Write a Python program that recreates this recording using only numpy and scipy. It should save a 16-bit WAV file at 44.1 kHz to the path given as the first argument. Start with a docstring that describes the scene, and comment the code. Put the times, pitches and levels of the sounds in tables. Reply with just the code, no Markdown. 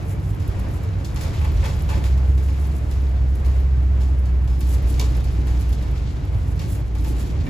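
"""Inside a small bus rolling slowly along a street.
The engine drones and the body shudders as wavering tones; shaped noise makes boom, growl and tyre roar.
Loose panels knock as dying noise with ringing modes; rail, bracket, latch and door ring when struck.
Latches tick in short high noise, and trim buzzes as clumped grains over hiss as the road shakes it.
A close pair of microphone ports hears it all, the right one sharing part of the left one's sound."""
import sys
import numpy as np
from scipy import signal
from scipy.fft import rfft, irfft
from scipy.io import wavfile

SR = 44100
rng = np.random.default_rng(int(sys.argv[2]) if len(sys.argv) > 2 else 0)


def level_to_linear(level):
    """Convert decibel levels to linear amplitude factors, elementwise."""
    exponent = np.asarray(level, float) / 20
    return 10 ** exponent


def log_audio(samples):
    """Write samples as a 16-bit WAV file to the path given in sys.argv[1]."""
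    # one column per channel
    frames = np.atleast_2d(samples).T
    # limit to full scale, then quantise
    limited = np.clip(frames, -1, 1)
    pcm = np.round(limited * 32767).astype(np.int16)
    wavfile.write(sys.argv[1], SR, pcm)


N = 330309
HZ = np.fft.rfftfreq(N, 1 / SR)
TIME_S = np.arange(N) / SR

# how hard the trim is shaken: time_s [s], level_db [dB]
SHAKE_CURVE = [(0.0, -54.5), (0.42, -56.5), (0.6, -51), (0.95, -54.5), (1.14, -54.5), (1.175, -49),
               (1.27, -47), (1.96, -51), (2.2, -53), (3.36, -55), (3.9, -57), (4.51, -58), (4.75, -47.5),
               (5.25, -50.5), (6.01, -49), (6.3, -54.5), (6.65, -51), (6.99, -56), (7.2, -47.5),
               (7.49, -49.5)]
# spectrum of loose parts rattling: pitch_hz [Hz], density_db [dB per Hz, relative]
RATTLE_SPECTRUM = [(500, -8.5), (1000, -11.5), (2200, -1), (4000, -1.5), (7000, -6.5), (10000, -11),
                   (13000, -14.5), (15000, -14.5), (16500, -23.5)]
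EDGE_ABOVE_HZ = 8000   # the hard top of buzz and knocks


def engine():
    """The firing tone booms in the cabin, with two faint overtones."""
    # drone, sagging unevenly, then rising at the end: time_s [s], firing_hz [Hz], level_db [dB]
    drone = [(1.3, 72.77, -30), (1.41, 73.3, -20.5), (1.6, 72.6, -20), (1.82, 68.9, -23.5),
             (2.12, 65.2, -16), (2.4, 66.6, -16.5), (2.77, 68.2, -22), (3.07, 65.33, -17.5),
             (3.33, 65.1, -16.5), (3.375, 65.3, -27), (3.42, 65.3, -16), (3.89, 65.42, -16.5),
             (4.41, 63.3, -17), (5.28, 62.0, -18.5), (5.95, 60, -20), (6.13, 58.25, -28), (6.4, 58.5, -28),
             (6.88, 59.16, -22.5), (7.08, 59.4, -19.5), (7.2, 59.7, -24.5), (7.4, 71, -29)]
    # overtones: multiple [of the firing tone], level_db [dB re the firing tone]
    overtones = [(2, -20), (3, -34.5)]
    return steady_tone(drone, overtones, waver_hz=0.3, waver_db=0.0)


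def body_shudder():
    """A low shudder tone of the body, near 58 Hz, before and under the drone's start."""
    # shudder: time_s [s], pitch_hz [Hz], level_db [dB]
    shudder = [(0.75, 58.7, -34), (0.852, 59, -25), (0.882, 57.7, -43), (1.124, 57.6, -25.5),
               (1.374, 55.9, -41), (1.802, 61.2, -37), (1.95, 60.5, -30.5)]
    return steady_tone(shudder, [], waver_hz=0.97, waver_db=3.5)


def steady_tone(rows, overtones, waver_hz, waver_db):
    """A tone with overtones, its pitch and level drifting a little; it fades outside its table."""
    hz, level_db = in_time(rows)
    inside_s = np.minimum(TIME_S - rows[0][0], rows[-1][0] - TIME_S)
    fade = np.clip(inside_s / 0.035 + 1, 0, 1)
    phase = 2 * np.pi * np.cumsum(hz + waver_hz * drift(3.1)) / SR
    tone = np.sin(phase)
    for multiple, db in overtones:
        tone = tone + level_to_linear(db + 1.9 * drift(1.2)) * np.sin(multiple * phase)
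    return np.sqrt(2) * fade * level_to_linear(level_db + waver_db * drift(1.4)) * tone


def road():
    """Bumps boom in the body's low modes; the floor pan growls and the tyres roar above."""
    # the suspension heaves: time_s [s], lowest_boom_db [dB]
    heave = [(0.0, -37), (0.54, -19.5), (0.9, -33.5), (1.58, -17.5), (1.77, -23), (1.94, -21), (2.61, -33),
             (3.4, -23.5), (4.2, -25.5), (4.45, -23.5), (5.4, -22), (5.9, -26.5), (7.3, -25.5)]
    # how hard the road works the body: time_s [s], upper_boom_db [dB]
    body_work = [(0.0, -23), (0.83, -21), (1.1, -25), (1.95, -20.5), (2.15, -24.5), (2.63, -23.5),
                 (3.3, -24), (3.75, -25), (4.75, -24), (5.13, -22.5), (5.92, -23.5), (6.65, -20.5),
                 (6.84, -26.5), (7.49, -22)]
    # rolling noise at mean shake, the roar quietening as the bus slows:
    # time_s [s], tyre_roar_db [dB], floor_pan_growl_db [dB]
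    rolling = [(0, -39, -42), (0.5, -40, -42), (1.5, -41, -43), (2.6, -41.5, -43), (3.6, -41.5, -41.5),
               (4.5, -41.5, -40.5), (5.6, -43, -41.5), (6.5, -43, -41.5), (7.49, -44, -41)]
    # boom and roar spectra: pitch_hz [Hz], density_db [dB per Hz, relative]
    boom_spectrum = [(20, -23), (30, -4), (40, -9), (48, -1), (57, 1), (80, 3), (104, 0.5), (135, -6),
                     (170, -12), (215, -14.5), (300, -63)]
    roar_spectrum = [(100, -53), (180, -5.5), (250, -1.5), (320, -1.5), (450, -7.5), (700, -8.5),
                     (1200, -15.5), (2200, -20), (3500, -30.5), (7000, -38.5), (12000, -41.5), (16500, -57)]
    # resonances of the body: pitch_hz [Hz], half_width_hz [Hz], lift_db [dB]
    body_modes = [(35, 3.8, 7.5), (52.7, 9, 8.5), (65, 5, -2.5), (80.5, 3.3, 3.5), (96, 2.3, 4.5),
                  (106, 4.8, 4.5), (119, 4, -4), (132.3, 8, 5), (157.7, 7.4, 7.5), (169, 4, -3.5),
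                  (185, 10, 3), (224, 5.6, 3), (236, 7.4, -2), (263, 6.4, 1.5), (297.8, 9.4, 4.5),
                  (390, 20, 2.5), (400, 12, -1.5), (449, 10, 4.5)]
    # the floor pan booms over dips in the road: centre_s [s], rise_db [dB]
    dips = [(1.15, 3), (1.5, 4), (2.0, 7), (5.0, 2), (5.4, 6), (5.92, 2.5), (6.65, 2), (7.1, 8),
            (7.27, 7.5), (7.49, 6)]
    dip_half_s = 0.053
    roar_follows, growl_follows = 0.35, 0.2   # shares of the shake's swing

    low_db, = in_time(heave)
    upper_db, = in_time(body_work)
    roar_db, growl_db = in_time(rolling)
    lift_db = sum(db / (1 + ((HZ - hz) / half_width) ** 2) for hz, half_width, db in body_modes)
    low, upper = split(coloured(rng.standard_normal((2, N)), at_hz(boom_spectrum) + lift_db), hz=62)
    growl, roar = split(coloured(rng.standard_normal((2, N)), at_hz(roar_spectrum) + lift_db), hz=363)
    boom = level_to_linear(low_db) * low + level_to_linear(upper_db + 0.83 * drift(3.1)) * upper

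    dips_db = sum(db * np.exp(-((TIME_S - s) / dip_half_s) ** 2) for s, db in dips)
    growl_db = growl_db + growl_follows * shake_swing() + dips_db + 1.6 * drift(15.6)   # lumpy
    roar_db = roar_db + roar_follows * shake_swing() + 1.1 * drift(6.1)
    return boom + level_to_linear(growl_db) * rms_one(growl) + level_to_linear(roar_db) * rms_one(roar)


def knocks(chatter_per_s=1300):
    """A crack and a wash dying in the cabin; the panel chatters on, sounding its modes."""
    # loose panels knock: start_s [s], strike_db [dB], thud_db [weight, dB re strike],
    # decay_s [s to fall 60 dB, before the scaling of wash and chatter below]
    panel_knocks = [(0.399, -43.5, -1, 1), (0.8356, -46, -5, 0.2), (1.046, -34.5, -11, 0.36),
                    (1.1601, -36, 2, 0.73), (1.2098, -35.5, -5.5, 0.43), (1.234, -39, -1, 0.28),
                    (1.275, -44, -2, 0.26), (1.338, -39.5, 5.5, 0.33), (1.358, -42, 3, 0.25),
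                    (1.413, -41.5, 11, 0.36), (1.4449, -39.5, 8.5, 0.37), (1.5709, -44, 5, 0.2),
                    (1.626, -47.5, 20.5, 0.38), (1.64, -35, -3, 0.45), (1.6465, -36, 3, 0.37),
                    (1.655, -34, 0.5, 0.48), (1.676, -44, -2, 0.37), (1.697, -52, -1, 0.4),
                    (1.8893, -36, 8, 0.47), (1.8943, -37, 4.5, 0.25), (1.907, -40, 7, 0.6),
                    (1.92, -46, 5, 0.34), (1.937, -46, 8, 0.4), (1.955, -46, 6, 0.4), (1.98, -48, 4, 0.3),
                    (2.039, -34.5, 1.5, 0.35), (2.056, -40, -2, 0.27), (2.088, -53, -1, 0.27),
                    (2.1755, -46, -20, 0.11), (2.3773, -43, 6, 0.4), (2.4835, -43.5, 5, 1),
                    (2.9117, -41, -1.5, 0.79), (3.447, -42.5, 2, 1), (4.007, -41.5, -2, 0.59),
                    (4.2544, -46.5, -9, 0.35), (4.475, -43.5, 1.5, 0.96), (4.607, -37, -2, 0.31),
                    (4.94, -38.5, 3, 0.36), (4.9958, -26.5, -10, 0.33), (5.011, -33.5, -0.5, 0.29),
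                    (5.024, -49, -2, 0.4), (5.04, -44.5, 4, 0.5), (5.055, -49, 6, 0.3),
                    (5.085, -51, 3, 0.3), (5.105, -53, 4, 0.2), (5.1482, -41, 4.5, 0.33),
                    (5.243, -40, -6, 0.32), (5.469, -39.5, 1.5, 0.73), (5.727, -38.5, -14, 0.2),
                    (5.824, -46.5, -17, 0.38), (6.5934, -35, -0.5, 0.39), (6.615, -43, 4, 0.4),
                    (6.7509, -42, 1, 0.15), (6.951, -44, 5, 0.37), (6.9845, -43, -5, 0.463),
                    (7.045, -38.5, 3.5, 0.36), (7.2041, -43, -5, 0.51), (7.464, -44, 11.5, 0.3)]
    # panel resonances: pitch_hz [Hz], level_db [dB], t60_s [s]
    panel_modes = [(542, -1, 0.13), (861, 2.5, 0.067), (960, -9.5, 0.097), (1095, -3.5, 0.072),
                   (1140, -3.5, 0.047), (1765, 3, 0.039), (1990, -2.5, 0.042), (2320, 1.5, 0.045),
                   (2630, -3.5, 0.055), (3740, -12, 0.04), (4390, -6.5, 0.065), (5170, -4, 0.048),
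                   (6370, -8, 0.03), (6900, -5, 0.032)]
    thud_below_hz, clatter_below_hz = 1400, 2900
    clatter_offset_db, clatter_follows = -6.5, 1   # middle band re strike; share of the weight
    edge_offset_db, edge_top_db = -16, -45.5   # hard edge re strike; its ceiling before the crack

    s, strike_db, thud_db, decay_s = np.transpose(panel_knocks)
    clatter_db = clatter_offset_db + clatter_follows * thud_db
    at = np.round(s * SR).astype(int)
    sputter = level_to_linear(1.5 * drift(120))   # the wash dies unevenly
    noise = coloured(sputter * rng.standard_normal((2, N)), at_hz(RATTLE_SPECTRUM))
    thud, noise = split(noise, thud_below_hz)
    clatter, noise = split(noise, clatter_below_hz)
    bright, edge = split(noise, EDGE_ABOVE_HZ)

    hardness_db = -.6 * thud_db   # blows with little thud are hard contacts and crack more

    def burst(level_db, crack_db, wash_db, smooth):
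        """Crack plus wash; heavy parts take longer to swell."""
        crack = dying(at, level_to_linear(level_db + crack_db + hardness_db), .035 + 0 * s)
        wash = dying(at, level_to_linear(level_db + wash_db), 1.25 * decay_s)
        return signal.lfilter([smooth], [1, smooth - 1], crack + wash)

    out = burst(strike_db + thud_db, -28, -11.5, .006) * rms_one(thud)
    out += burst(strike_db + clatter_db, -10, -11, .03) * rms_one(clatter)
    out += burst(strike_db, -14.5, -12, .04) * rms_one(bright)
    edge_db = np.minimum(strike_db + edge_offset_db, edge_top_db)
    out += burst(edge_db, 0.82, 0, .1) * rms_one(edge)

    # chance touches after each blow drive the panel's modes
    touches = 0.52 * (rng.random(N) < chatter_per_s / SR)
    touches[at] = 0.16
    strengths_db = rng.normal(0, 2.5, (len(at), len(panel_modes)))
    for k, (hz, level_db, t60) in enumerate(panel_modes):
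        part_db = thud_db if hz < thud_below_hz else clatter_db if hz < clatter_below_hz else 0
        force_db = strike_db + part_db + level_db - 13.5 + strengths_db[:, k]
        force = touches * dying(at, level_to_linear(force_db), 0.82 * decay_s)
        out += ring(force * rng.choice([-1, 1], (2, N)), hz, t60)
    return out


def fittings():
    """Thin lasting rail tones, hollow bracket taps, the hard clack of the latch, the door's thumps."""
    # blows: start_s [s], level_db [dB]; modes: pitch_hz [Hz], level_db [dB], t60_s [s]
    # a hand rail rings after some jolts
    rail_blows = [(1.645, -47), (1.899, -55)]
    rail_modes = [(3295, 0, .6), (3526, -5, .5)]
    # a bracket taps
    bracket_taps = [(1.2125, -35), (1.648, -34), (1.6535, -36), (2.04, -39), (7.468, -42), (7.478, -42)]
    bracket_modes = [(1814, 0, .04), (3640, -5, .03)]
    # the door latch clacks and bounces
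    latch_clacks = [(4.9958, -36), (4.998, -38), (5.0005, -39), (5.013, -48), (5.022, -50), (5.043, -47),
                    (5.052, -50), (6.595, -48), (6.6, -51), (6.607, -51), (6.62, -52)]
    latch_modes = [(2260, 1, 0.03), (2837, -1, .022), (3300, -4, .018), (3700, -1, .022), (4040, -3, .02),
                   (4400, 2, 0.03), (5098, -3, .02), (5760, 0, .018), (6527, -2, .02), (7400, -5, .015)]
    # the door leaf thumps in its frame
    door_thumps = [(1.64, -41), (1.648, -39), (1.66, -41), (1.677, -43), (1.705, -44), (1.8895, -37),
                   (1.9, -39), (1.912, -40), (1.93, -41), (1.945, -42), (1.962, -42), (4.999, -36),
                   (5.008, -39), (5.021, -39), (5.032, -39)]
    door_modes = [(420, 1, 0.12), (572, -1, 0.044), (852, -5, 0.045), (996, 0.5, 0.059), (1064, -7, 0.033),
                  (2580, -7, 0.04)]
    rail = struck(rail_blows, rail_modes, spread_db=1)
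    bracket = struck(bracket_taps, bracket_modes, spread_db=1.5)
    latch = struck(latch_clacks, latch_modes, spread_db=1)
    door = struck(door_thumps, door_modes, spread_db=1.5)
    return rail + bracket + latch + door


def struck(blows, modes, spread_db):
    """Each blow sets every mode of one object ringing, a little differently each time."""
    s, blow_db = np.transpose(blows)
    at = np.round(s * SR).astype(int)
    chance_db = spread_db * rng.standard_normal((len(s), len(modes)))
    out = 0
    for k, (hz, level_db, t60) in enumerate(modes):
        clicks = np.zeros(N)
        clicks[at] = level_to_linear(blow_db + level_db + chance_db[:, k]) * (-1) ** k
        out = out + ring(clicks, hz, t60)
    return out


def ticks():
    """Hard little contacts: milliseconds of high noise with a faint tail; shaking brings more of them."""
    # single latch ticks, loud to faint: start_s [s], level_db [dB]
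    placed_ticks = [(0.3975, -49), (0.477, -38.5), (0.596, -40), (0.7118, -45), (0.8335, -43), (1.146, -42),
                    (1.214, -38), (1.3385, -46), (1.418, -47), (1.4446, -41), (1.519, -42), (1.765, -48),
                    (1.795, -43), (1.822, -39), (1.8956, -39), (2.0398, -42), (2.377, -46), (2.6702, -40.5),
                    (2.911, -43), (3.353, -43.5), (3.461, -41), (4.5939, -43), (4.6064, -35), (4.664, -48),
                    (4.758, -47), (4.8254, -44), (4.9944, -32.5), (5.1682, -43), (5.242, -43),
                    (5.3935, -51), (5.4663, -49), (5.609, -43), (5.692, -41), (5.7269, -47), (5.823, -53),
                    (5.911, -48), (5.9786, -61), (6.7506, -46), (6.78, -48), (6.9526, -47), (6.972, -52),
                    (7.0095, -45), (7.048, -43)]
    centre_hz, width_hz, t60_s = 12200, 6000, 0.01
    chance_per_s, chance_db, chance_spread_db = 6.0, -51, 2.0   # rate at mean shake

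    s, level_db = np.transpose(placed_ticks)
    chance_at = np.flatnonzero(rng.random(N) < chance_per_s * level_to_linear(shake_swing()) / SR)
    at = np.append(np.round(s * SR).astype(int), chance_at)
    level_db = np.append(level_db, chance_db + chance_spread_db * rng.standard_normal(len(chance_at)))
    contact = dying(at, level_to_linear(level_db), t60_s + 0 * level_db)
    tail = dying(at, level_to_linear(level_db - 11.0), 0.15 + 0 * level_db)
    shape_db = -10 * np.log10(1 + ((HZ - centre_hz) / width_hz * 2) ** 4)
    return (contact + tail) * coloured(rng.standard_normal((2, N)), shape_db)


def buzz(per_s=900, spread_db=3.0):
    """Dense tiny contacts in clumps, over the hiss that the cabin smears them into."""
    level_db, = in_time(SHAKE_CURVE)
    sizzle_db = -66 + shake_swing()   # the top follows the whole swing of the shake
    clumps = level_to_linear(5.0 * drift(12.0))
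    born = rng.random(N) < per_s * clumps / SR
    sizes = level_to_linear(spread_db * np.minimum(rng.exponential(1, N), 5))
    grains = signal.lfilter([1], [1, -.97], born * sizes)
    envelope = .5 * rms_one(grains) + level_to_linear(1.8 * drift(38.0))
    noise = coloured(envelope * rng.standard_normal((2, N)), at_hz(RATTLE_SPECTRUM))
    body, top = split(noise, EDGE_ABOVE_HZ)
    return level_to_linear(level_db) * body + level_to_linear(sizzle_db + 7.7 * drift(5.9)) * rms_one(top)


def shake_swing():
    """The shake in dB about its mean."""
    level_db, = in_time(SHAKE_CURVE)
    return level_db - level_db.mean()


def rms_one(x):
    """Scale to rms 1."""
    return x / np.sqrt(np.mean(x ** 2) + 1e-20)


def in_time(rows):
    """Columns of a curve table at every sample."""
    s, *columns = np.transpose(rows)
    return [np.interp(TIME_S, s, c) for c in columns]


def at_hz(points):
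    """A spectrum table on the frequency grid, joined on a log axis."""
    hz, value = np.transpose(points)
    return np.interp(np.log(HZ + 1), np.log(hz), value)


def drift(rate_hz):
    """Slow chance with spread 1: noise through two equal low-pass poles, made at every 40th sample."""
    r = np.exp(-80 * np.pi * rate_hz / SR)
    noise = rng.standard_normal(N // 40 + 2002)
    slow = signal.lfilter([1], [1, -2 * r, r * r], noise)[2000:]   # drop the filter's start
    return np.interp(np.arange(N) / 40, np.arange(len(slow)), rms_one(slow))


def coloured(x, level_db):
    """Two signals through one spectrum; rms 1."""
    return rms_one(irfft(rfft(x) * level_to_linear(level_db), N))


def split(x, hz):
    """The parts below and above a frequency."""
    low = irfft(rfft(x) / (1 + (HZ / hz) ** 6), N)
    return low, x - low


def ring(clicks, hz, t60):
    """A unit click sets a sine of starting height 1 ringing in a two-pole resonator."""
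    r, w = level_to_linear(-60 / (t60 * SR)), 2 * np.pi * hz / SR
    return signal.lfilter([0, np.sin(w)], [1, -2 * r * np.cos(w), r * r], clicks + 1e-18)


def dying(at, peaks, t60s):
    """An envelope that jumps at each sample index and dies away; overlapping powers add."""
    power = np.zeros(N)
    for start, peak, t60 in zip(at, peaks, t60s):
        age = np.arange(min(N - start, int(t60 * SR) + 1)) / SR
        power[start:start + len(age)] += peak ** 2 * level_to_linear(-120 * age / max(t60, .002))
    return np.sqrt(power)


def scene():
    """Row 0 is the left port; row 1 a second path: separate noise, the same struck fittings, no tones."""
    left_only = [[1], [0]]
    tones = (engine() + body_shudder()) * left_only
    return tones + road() + knocks() + fittings() + ticks() + buzz()


def low_pass(x):
    """Removes everything above the highest recorded frequency."""
    return signal.sosfilt(signal.butter(12, 16490, fs=SR, output="sos"), x)


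def record(dry):
    """The right port shares part of the left one's sound, turned in phase; the rest is the second path."""
    # likeness of the ports: pitch_hz [Hz], likeness [0-1]
    likeness = [(25, .995), (90, 0.97), (135, 0.89), (170, 1), (215, 0.32), (270, 0.65), (345, 0.73),
                (550, 0.53), (750, 0.068), (1800, 0.031), (2600, 0.66), (5800, 0.32), (6900, 0.64),
                (8200, 1.0)]
    # level between the ports: pitch_hz [Hz], left_over_right_db [dB]
    tilt = [(25, -.5), (64, -1.1), (135, -2.2), (215, -.4), (320, 1.2), (440, -1), (560, 1.2), (1400, -.8),
            (3000, 1.5), (5000, 1.5), (7000, 0)]
    # phase between the ports, before the turn below: pitch_hz [Hz], right_leads_rad [radians]
    phase_lead = [(25, 0.38), (66, 0.17), (110, 0.24), (220, -0.2), (1000, -1.38), (4700, -0.55),
                  (6900, -0.22)]
    turn_from_hz, turn_every_hz = 6780, 4250   # above this the lead grows, one full turn per step
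    staircase_rad = 0.11   # flattens the growing phase at each half turn

    near, other = rfft(dry) / (1 + (HZ / 15200) ** 60)   # steep top end
    alike = np.clip(at_hz(likeness), 0, 1)
    turn = 2 * np.pi * np.maximum(HZ - turn_from_hz, 0) / turn_every_hz
    lead = at_hz(phase_lead) + turn - staircase_rad * np.sin(2 * turn)
    right = alike * near * np.exp(1j * lead) + np.sqrt(1 - alike ** 2) * other
    half_tilt = np.sqrt(level_to_linear(at_hz(tilt)))
    ports = irfft(np.array([near * half_tilt, right / half_tilt]), N)
    return low_pass(ports)


dry = scene()
out = record(dry)
log_audio(out)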